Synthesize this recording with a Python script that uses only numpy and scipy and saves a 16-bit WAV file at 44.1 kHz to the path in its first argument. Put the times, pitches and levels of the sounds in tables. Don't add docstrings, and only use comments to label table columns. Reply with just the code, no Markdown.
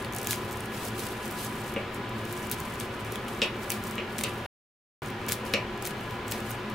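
import sys
import numpy as np
from scipy import signal
from scipy.fft import rfft, irfft
from scipy.io import wavfile
from scipy.ndimage import uniform_filter1d

SR = 44100
rng = np.random.default_rng(int(sys.argv[2]) if len(sys.argv) > 2 else 0)


def wav_out(sig):
    wavfile.write(sys.argv[1], SR, np.round(np.clip(np.atleast_2d(sig).T, -1, 1) * 32767).astype(np.int16))


def amplitude_ratio(level_db):
    exponent = np.asarray(level_db, float) / 20
    return 10 ** exponent


N = 297234

# pitch_hz, level_db (per Hz)
FAN_WASH = [(20, -18.5), (50, -11.5), (90, -8), (300, -11), (600, -14), (1500, -16), (2800, -21),
            (4000, -27.5), (6000, -37), (9000, -44), (16000, -46.5)]
# pitch_hz, width_hz, level_db (over the wash)
FAN_RESONANCES = [(86, 14, -8), (113, 18, 10), (218, 26, 10), (250, 15, 4), (360, 30, 11), (402, 25, 8),
                  (436, 16, 5), (490, 20, 4), (543, 27, 5), (660, 40, -4), (714, 22, 3), (797, 26, 6),
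                  (960, 20, 5), (992, 18, 11), (1022, 26, 8), (1197, 44, 5), (1284, 20, 5), (1440, 40, 3),
                  (1600, 40, -6), (1685, 22, 11), (2320, 65, 4), (2605, 35, 4), (2887, 45, 4)]
# pitch_hz, likeness_0_to_1
SIDE_LIKENESS = [(60, .999), (200, .998), (400, .975), (700, .85), (1400, .76), (2800, .58), (5600, .45),
                 (12000, .55)]
# pitch_hz, left_minus_right_db
MIC_LEAN = [(60, .1), (200, .3), (550, 1.4), (1200, .9), (2200, .1), (4500, 1.2), (12000, -.2)]
# pitch_hz, t60_s
ROOM_DECAY = [(300, 0.033), (1000, 0.4), (3000, 0.23), (6000, 0.15), (12000, 0.096)]
# pitch_hz, level_db (per Hz)
YARN_TONE = [(1500, -24), (3000, 0.5), (5000, 0.5), (8000, 2), (11000, 2), (14000, -2), (16500, -2.5)]
# start_s, length_s, level_db
TURNS = [(0., 0.06, -51), (0.382, 0.27, -50.5), (.75, .13, -42.5), (0.966, .16, -44), (1.235, .09, -46),
         (1.375, .09, -41), (1.502, .22, -48.5), (1.787, .03, -57.5), (2.03, .12, -64), (2.82, .045, -52),
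         (3.21, .04, -57.5), (2.352, 0.12, -48), (2.562, 0.2, -49), (2.928, 0.022, -55),
         (3.334, 0.077, -50.5), (3.56, .01, -56), (4.113, .05, -54.5), (4.312, .09, -56.5),
         (5.201, .05, -60.5), (5.97, .02, -58.5), (6.123, .03, -56.5), (6.372, .04, -51.5),
         (5.045, 0.037, -51.5), (5.52, 0.029, -51)]
# peak_s, level_db, rise_s, fall_s
CUTS = [(.161, -44, .05, .3), (.321, -32, .12, .08), (.856, -37.5, 0.11, .08), (.996, -38, 0.088, .3),
        (6.322, -32.5, .02, .016), (1.42, -39.5, .11, .16), (1.955, -46.5, 0.059, .06),
        (2.192, -49, 0.078, .1), (2.311, -46, 0.15, .6), (2.526, -35.5, 0.03, .06), (2.811, -43, 0.063, .1),
        (3.004, -47, .036, .036), (3.06, -46.5, .024, .09), (3.131, -45, .06, .11),
        (3.297, -44.5, 0.049, .1), (3.429, -45, .013, .115), (3.631, -46, 0.083, .3),
        (3.715, -36, 0.037, .12), (3.875, -44.5, .18, .165), (4.191, -41, .046, .3),
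        (4.184, -33, .008, .02), (5.287, -32.5, 0.0057, .025), (5.851, -33.5, .012, .015),
        (5.322, -32.5, .04, .075), (5.466, -43, 0.031, .1), (5.863, -35.5, 0.04, .07),
        (6.025, -53.5, 0.18, .34), (6.318, -41.5, .07, .22), (6.514, -44, 0.21, .094),
        (6.708, -56, .04, .08)]
# pitch_hz, level_db, t60_s
HANDLE_MODES = [(1850, -10, .015), (2120, -8, .015), (2320, -4, .02), (2610, 0, .022), (2760, -1, .022),
                (2900, 0, .022), (3200, -4, .016), (3520, -7, .013), (4150, -10, .01), (4900, -11, .012),
                (5600, -13, .014), (7500, -15, .012)]
# pitch_hz, level_db, t60_s
PALM_MODES = [(215, 0, .07), (320, 2, .07), (460, -2, .07), (545, 1, .06), (610, -1, .05), (1130, -9, .04)]
# start_s, peak_db, thud_db, crack_db, lower_modes_db
CLACKS = [
    (1.7616, -24.5, 0.5, -32, 8),
    (3.4175, -10.5, -12.5, -9, -3),
    (3.7017, -33, -18, -4, 12),
    (3.98, -23.5, -7, -14, 5),
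    (4.2372, -21, -12, -3.5, -10),
    (5.2849, -39.5, 6, 9.5, 18),
    (5.537, -15.5, -5, -4, 7),
    (6.3184, -37, 0, 8.5, 16),
]
# start_s, peak_db
FIBRES = [(0.2583, -44), (0.2935, -42.5), (0.5278, -38.5), (0.5718, -39), (0.6574, -40), (1.0414, -40),
          (1.2565, -38), (1.465, -42), (1.679, -42.5), (1.74, -39.5), (1.9461, -40), (2.094, -46),
          (2.253, -40), (2.4708, -40.5), (2.4984, -36.5), (3.0481, -42), (3.6333, -42), (3.697, -36.5),
          (3.8703, -40), (5.0332, -46.5), (5.0604, -45.5), (5.0847, -46.5), (5.1032, -44), (5.2647, -39.5),
          (5.4531, -42), (5.7764, -48.5), (6.0091, -47), (6.109, -43), (6.4043, -41), (6.7004, -44.5)]
# start_s, peak_db, top_db
THIN_STRANDS = [(.125, -38, .5), (.1483, -34, 1), (.164, -30.5, -1), (.1853, -31.5, -5),
                (0.215, -35.5, -1.5), (.2304, -35, 3.5), (.246, -35, -3.5), (.323, -30, 4),
                (.3591, -39, -2), (0.5114, -38, 3), (.5201, -40, 1), (0.606, -35, -1), (.8666, -42, 1),
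                (0.885, -38, -9), (1.3113, -36, 3.5), (1.448, -34, 1.5), (2.3757, -41, -4),
                (2.6026, -32.5, 4), (2.7393, -42.5, 5.5), (2.8003, -31, -5.5), (3.122, -34, 4),
                (3.8386, -36.5, 5), (3.8789, -40.5, 9.5), (3.9107, -36, 1), (3.9557, -39, 3.5),
                (4.1837, -31, -2.5), (5.824, -35, 0), (6.281, -36.5, 0), (6.3136, -30, 8), (6.5149, -36, 1)]
# start_s, peak_db, low_db, top_db
THICK_STRANDS = [(.0474, -40.5, 6, -6.5), (.135, -36.5, 0, -2.5), (.2717, -23, -5, -1.5),
                 (.3093, -21, -4.5, 1), (.3307, -26.5, 0.5, -5), (.994, -36.5, -2.5, -5),
                 (1.0674, -34.5, 0, -5.5), (2.3267, -34, -16.5, 7.5), (2.5146, -22.5, -9.5, 8.5),
                 (2.52, -30.5, -6, 9.5), (2.8083, -38.5, 5.5, -1), (3.1571, -34, 4.5, -6.5),
                 (3.2833, -39, 3, -4), (3.7033, -23, -5.5, -8), (3.7192, -26, -5, 15.5),
                 (4.1895, -30.5, 1.5, -7), (4.211, -31, 1, -7), (4.2363, -26.5, -12, -2.5),
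                 (4.239, -25, -3, -7), (5.285, -32.5, -4.5, 0.5), (5.29, -26.5, -11, 7.5),
                 (5.2977, -34, 6.5, 4.5), (5.3213, -20, -4, -4), (5.3297, -27.5, -17, 13),
                 (5.5382, -32.5, 11, -11.5), (5.8532, -29.5, -3.5, -1), (5.873, -29, -4.5, 4),
                 (5.9084, -40.5, 4.5, -9.5), (6.3215, -25.5, -2.5, 0.5), (6.5072, -32.5, -12.5, 17)]
# start_s, end_s
DROPOUT = (4.4628, 5.0199)

FAN_DB = -35
TURN_EDGE_DB_PER_S, CUT_DROP_DB, STILL_DB = 250.5, 20, -75
CRACKLES_PER_S, CRACKLE_DB, CRACKLE_SPREAD_DB = 26, -42.5, -1
THIN_LOW_DB, FIBRE_LOW_DB, FIBRE_TOP_DB = -17, -13, .8
BREAK_DB_PER_DB = 1.3
PAN_DB, PAN_PER_LOW_DB = 1.8, .1
CLACK_ROOM_DB, CUT_ROOM_DB = 1.6, -12
CHATTER_DB, CHATTER_T60_S = -4.5, 0.017
EDGE_HZ, BURST_EDGE_HZ, BURST_DB = 15760, 16550, -27


def evened(x):
    return x / np.sqrt(np.mean(x ** 2) + 1e-20)


def read(points, hz):
    f, value = np.transpose(points)
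    return np.interp(np.log(hz + 1), np.log(f + 1), value)


def add(mix, start_s, sound):
    part = mix[:, round(start_s * SR):][:, :sound.shape[1]]
    part += sound[:, :part.shape[1]]


def band(x, low_hz, high_hz):
    sos = signal.butter(2, [low_hz, min(high_hz, SR * .45)], "band", fs=SR, output="sos")
    return signal.sosfilt(sos, x)


def pair(gain, same, size):
    a, b, c, d = rng.standard_normal(gain.T.shape + (4,)).T
    same = np.clip(same, 0, 1)
    left = a + 1j * b
    right = same * left + np.sqrt(1 - same ** 2) * (c + 1j * d)
    z = gain * np.array([left, right])
    return signal.istft(z, nperseg=size, noverlap=size * 3 // 4)[1][:, :N]


def fan():
    hz, frames = np.fft.rfftfreq(8192, 1 / SR), N // 2048 + 5
    lift = 1
    for pitch_hz, width_hz, level_db in FAN_RESONANCES:
        lift = lift + (amplitude_ratio(level_db) ** 2 - 1) / (1 + (2 * (hz - pitch_hz) / width_hz) ** 2) ** 2
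    patches = evened(uniform_filter1d(rng.standard_normal((frames, len(hz))), 40, axis=1)).T
    ripple = evened(uniform_filter1d(rng.standard_normal((len(hz), 1)), size=4, axis=0))
    ripple_db = 1.2 * (hz > 1300)[:, None] * ripple
    steady = amplitude_ratio(read(FAN_WASH, hz)) * np.sqrt(np.maximum(lift, .1))
    gain = steady[:, None] * amplitude_ratio(0.53 * patches + ripple_db)
    return amplitude_ratio(FAN_DB) * evened(pair(gain, read(SIDE_LIKENESS, hz)[:, None], size=8192))


def room(x):
    taps = np.zeros((2, SR // 2))
    at = np.arange(100, SR // 2 - 20, 20) + rng.integers(0, 20, (2, (SR // 2 - 101) // 20))
    np.put_along_axis(taps, at, rng.choice([-1., 1.], at.shape), 1)
    hz, t, z = signal.stft(taps, SR, nperseg=256)
    tail = signal.istft(z * amplitude_ratio(-60 * t / read(ROOM_DECAY, hz)[:, None]), SR, nperseg=256)[1]
    hz = np.fft.rfftfreq(SR, 1 / SR)
    left, right = rfft(tail, SR)
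    same = read(SIDE_LIKENESS, hz)
    z = np.array([left, same * left + np.sqrt(1 - same ** 2) * right])
    z *= np.sqrt(read(ROOM_DECAY, hz) / uniform_filter1d(abs(z) ** 2, size=160))
    tail = irfft(z, SR)[:, :SR // 2]
    return signal.fftconvolve(x.mean(0)[None], tail / np.linalg.norm(tail[0]), axes=1)[:, :N]


def force(t):
    levels = []
    for peak_s, level_db, rise_s, fall_s in CUTS:
        away = np.where(t < peak_s, (peak_s - t) / rise_s, (t - peak_s) / fall_s)
        levels.append(level_db - CUT_DROP_DB * away)
    for start_s, length_s, level_db in TURNS:
        outside_s = np.maximum(np.maximum(start_s - t, t - start_s - length_s), 0)
        levels.append(level_db - TURN_EDGE_DB_PER_S * outside_s)
    return np.maximum(np.max(levels, axis=0), STILL_DB)


def rustle():
    hz, frames = np.fft.rfftfreq(128, 1 / SR), N // 32 + 5
    frame_s = np.arange(frames) * 32 / SR
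    force_db = force(frame_s)
    flicker = np.minimum(rng.exponential(1, frames), 4)
    clumps = np.clip(evened(uniform_filter1d(rng.standard_normal(frames), size=10)), -1, 1)
    patches = uniform_filter1d(rng.standard_normal((frames, 65)), 30, axis=0)
    patches = evened(uniform_filter1d(patches, 10, axis=1)).T
    crunch_db = 0.13 * np.maximum(force_db + 61.0, 0) * (hz < 5200)[:, None]
    tone_db = read(YARN_TONE, hz)[:, None]
    gain = amplitude_ratio(tone_db + 0.54 * flicker + 2.6 * clumps + 1.1 * patches + crunch_db)
    level_db = np.interp(np.arange(N) / SR, frame_s, force_db) - 0.7
    return amplitude_ratio(level_db) * evened(pair(gain, 0.5, size=128))


def ring(modes, detune):
    t = np.arange(SR // 8) / SR
    waves = 0
    for k, ((pitch_hz, level_db, t60_s), d) in enumerate(zip(modes, detune)):
        waves = waves + (-1) ** k * amplitude_ratio(level_db - 60 * t / t60_s) * np.sin(2 * np.pi * pitch_hz * d * t)
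    return waves * (1 - np.exp(-t / 0.00016))


def clacks():
    direct, send = np.zeros((2, 2, N))
    detune = 1 + .012 * rng.standard_normal((len(CLACKS), 12))
    t = np.arange(SR // 8) / SR
    cracks = band(rng.standard_normal((len(CLACKS), len(t))) * amplitude_ratio(-60 * t / 0.018), 1300, 5100)
    chatters = band(rng.standard_normal((len(CLACKS), len(t))) * amplitude_ratio(-60 * t / CHATTER_T60_S), 2200, 4200)
    hz, db, t60_s = np.transpose(HANDLE_MODES)
    for (start_s, peak_db, thud_db, crack_db, lower_db), d, crack, chatter in zip(CLACKS, detune, cracks, chatters):
        struck_db = db + lower_db * (hz < 2500) + (crack_db + 8) * (hz > 4000)
        handles = ring(np.transpose([hz, struck_db, t60_s]), d)
        thud = amplitude_ratio(thud_db) * ring(PALM_MODES, d[::-1])
        noise = amplitude_ratio(crack_db + 10.0) * crack + amplitude_ratio(CHATTER_DB) * chatter
        blow = amplitude_ratio(peak_db - 6.5) * (handles + thud + noise)
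        add(direct, start_s, blow * amplitude_ratio(np.array([[.6], [-.6]])))
        add(send, start_s, np.tile(blow * amplitude_ratio(CLACK_ROOM_DB), (2, 1)))
    return direct, send


def crackle():
    rows = []
    for start_s, length_s, level_db in TURNS:
        after_s = np.cumsum(rng.exponential(1, 16)) / CRACKLES_PER_S
        for a, (u, v) in zip(after_s, rng.standard_normal((16, 2))):
            if a < length_s:
                peak_db = min(CRACKLE_DB, level_db + 3) + CRACKLE_SPREAD_DB * u
                rows.append((start_s + a, peak_db, FIBRE_LOW_DB, 4.5 * v))
    return rows


def snap_band(burst, low_hz, high_hz):
    x = band(burst, low_hz, high_hz)
    return x / np.sqrt(np.mean(x[:, 30:90] ** 2))


def snaps():
    out, t = np.zeros((2, N)), np.arange(-44, 2000) / SR
    strands = list(THICK_STRANDS)
    strands += [(start_s, db, THIN_LOW_DB, top_db) for start_s, db, top_db in THIN_STRANDS]
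    strands += [(start_s, db, FIBRE_LOW_DB, FIBRE_TOP_DB) for start_s, db in FIBRES]
    strands += crackle()
    noise = rng.standard_normal((len(strands), 3, len(t)))
    shape = amplitude_ratio(-60 * np.where(t > 0, t / 0.011, -t / 0.0028))
    for (start_s, peak_db, low_db, top_db), (both, left, right) in zip(strands, noise):
        burst = (both + 0.65 * np.array([left, right])) * shape
        burst[:, np.argmax(shape)] += 4.5 * amplitude_ratio(BREAK_DB_PER_DB * max(peak_db + 25, 0))
        low = snap_band(burst, 1700, 4800)
        middle = snap_band(burst, 5400, 11430)
        top = snap_band(burst, 9500, 16300)
        high = (middle + amplitude_ratio(top_db - 1.5) * top) / np.hypot(1, amplitude_ratio(top_db))
        pan_db = PAN_DB + PAN_PER_LOW_DB * low_db
        side_db = np.array([[pan_db], [-pan_db]]) / 2
        add(out, start_s + t[0], amplitude_ratio(peak_db + 3.5 + side_db) * (high + amplitude_ratio(low_db - 3.0) * low))
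    return out


def scene():
    strands = snaps()
    handles, send = clacks()
    return fan() + rustle() + strands + handles + room(send + amplitude_ratio(CUT_ROOM_DB) * strands)


def top_cut(x):
    return signal.sosfilt(signal.butter(12, 16990, fs=SR, output="sos"), x)


def record(dry):
    hz, t = np.fft.rfftfreq(N, 1 / SR), np.arange(N) / SR
    lean_db = read(MIC_LEAN, hz)
    z = rfft(dry) * amplitude_ratio(np.array([lean_db, -lean_db]) / 2)
    x = irfft(z * (hz < EDGE_HZ), N)
    top = irfft(z * (hz >= EDGE_HZ) * (hz < BURST_EDGE_HZ), N)
    loud = uniform_filter1d(band(x.mean(0), 5000, 15000) ** 2, size=88) > amplitude_ratio(BURST_DB) ** 2
    x = x + top * np.minimum(uniform_filter1d(loud * 9., size=300), 1)
    heard = (t < DROPOUT[0]) | (t > DROPOUT[1])
    return top_cut(x * heard)


dry = scene()
out = record(dry)
wav_out(out)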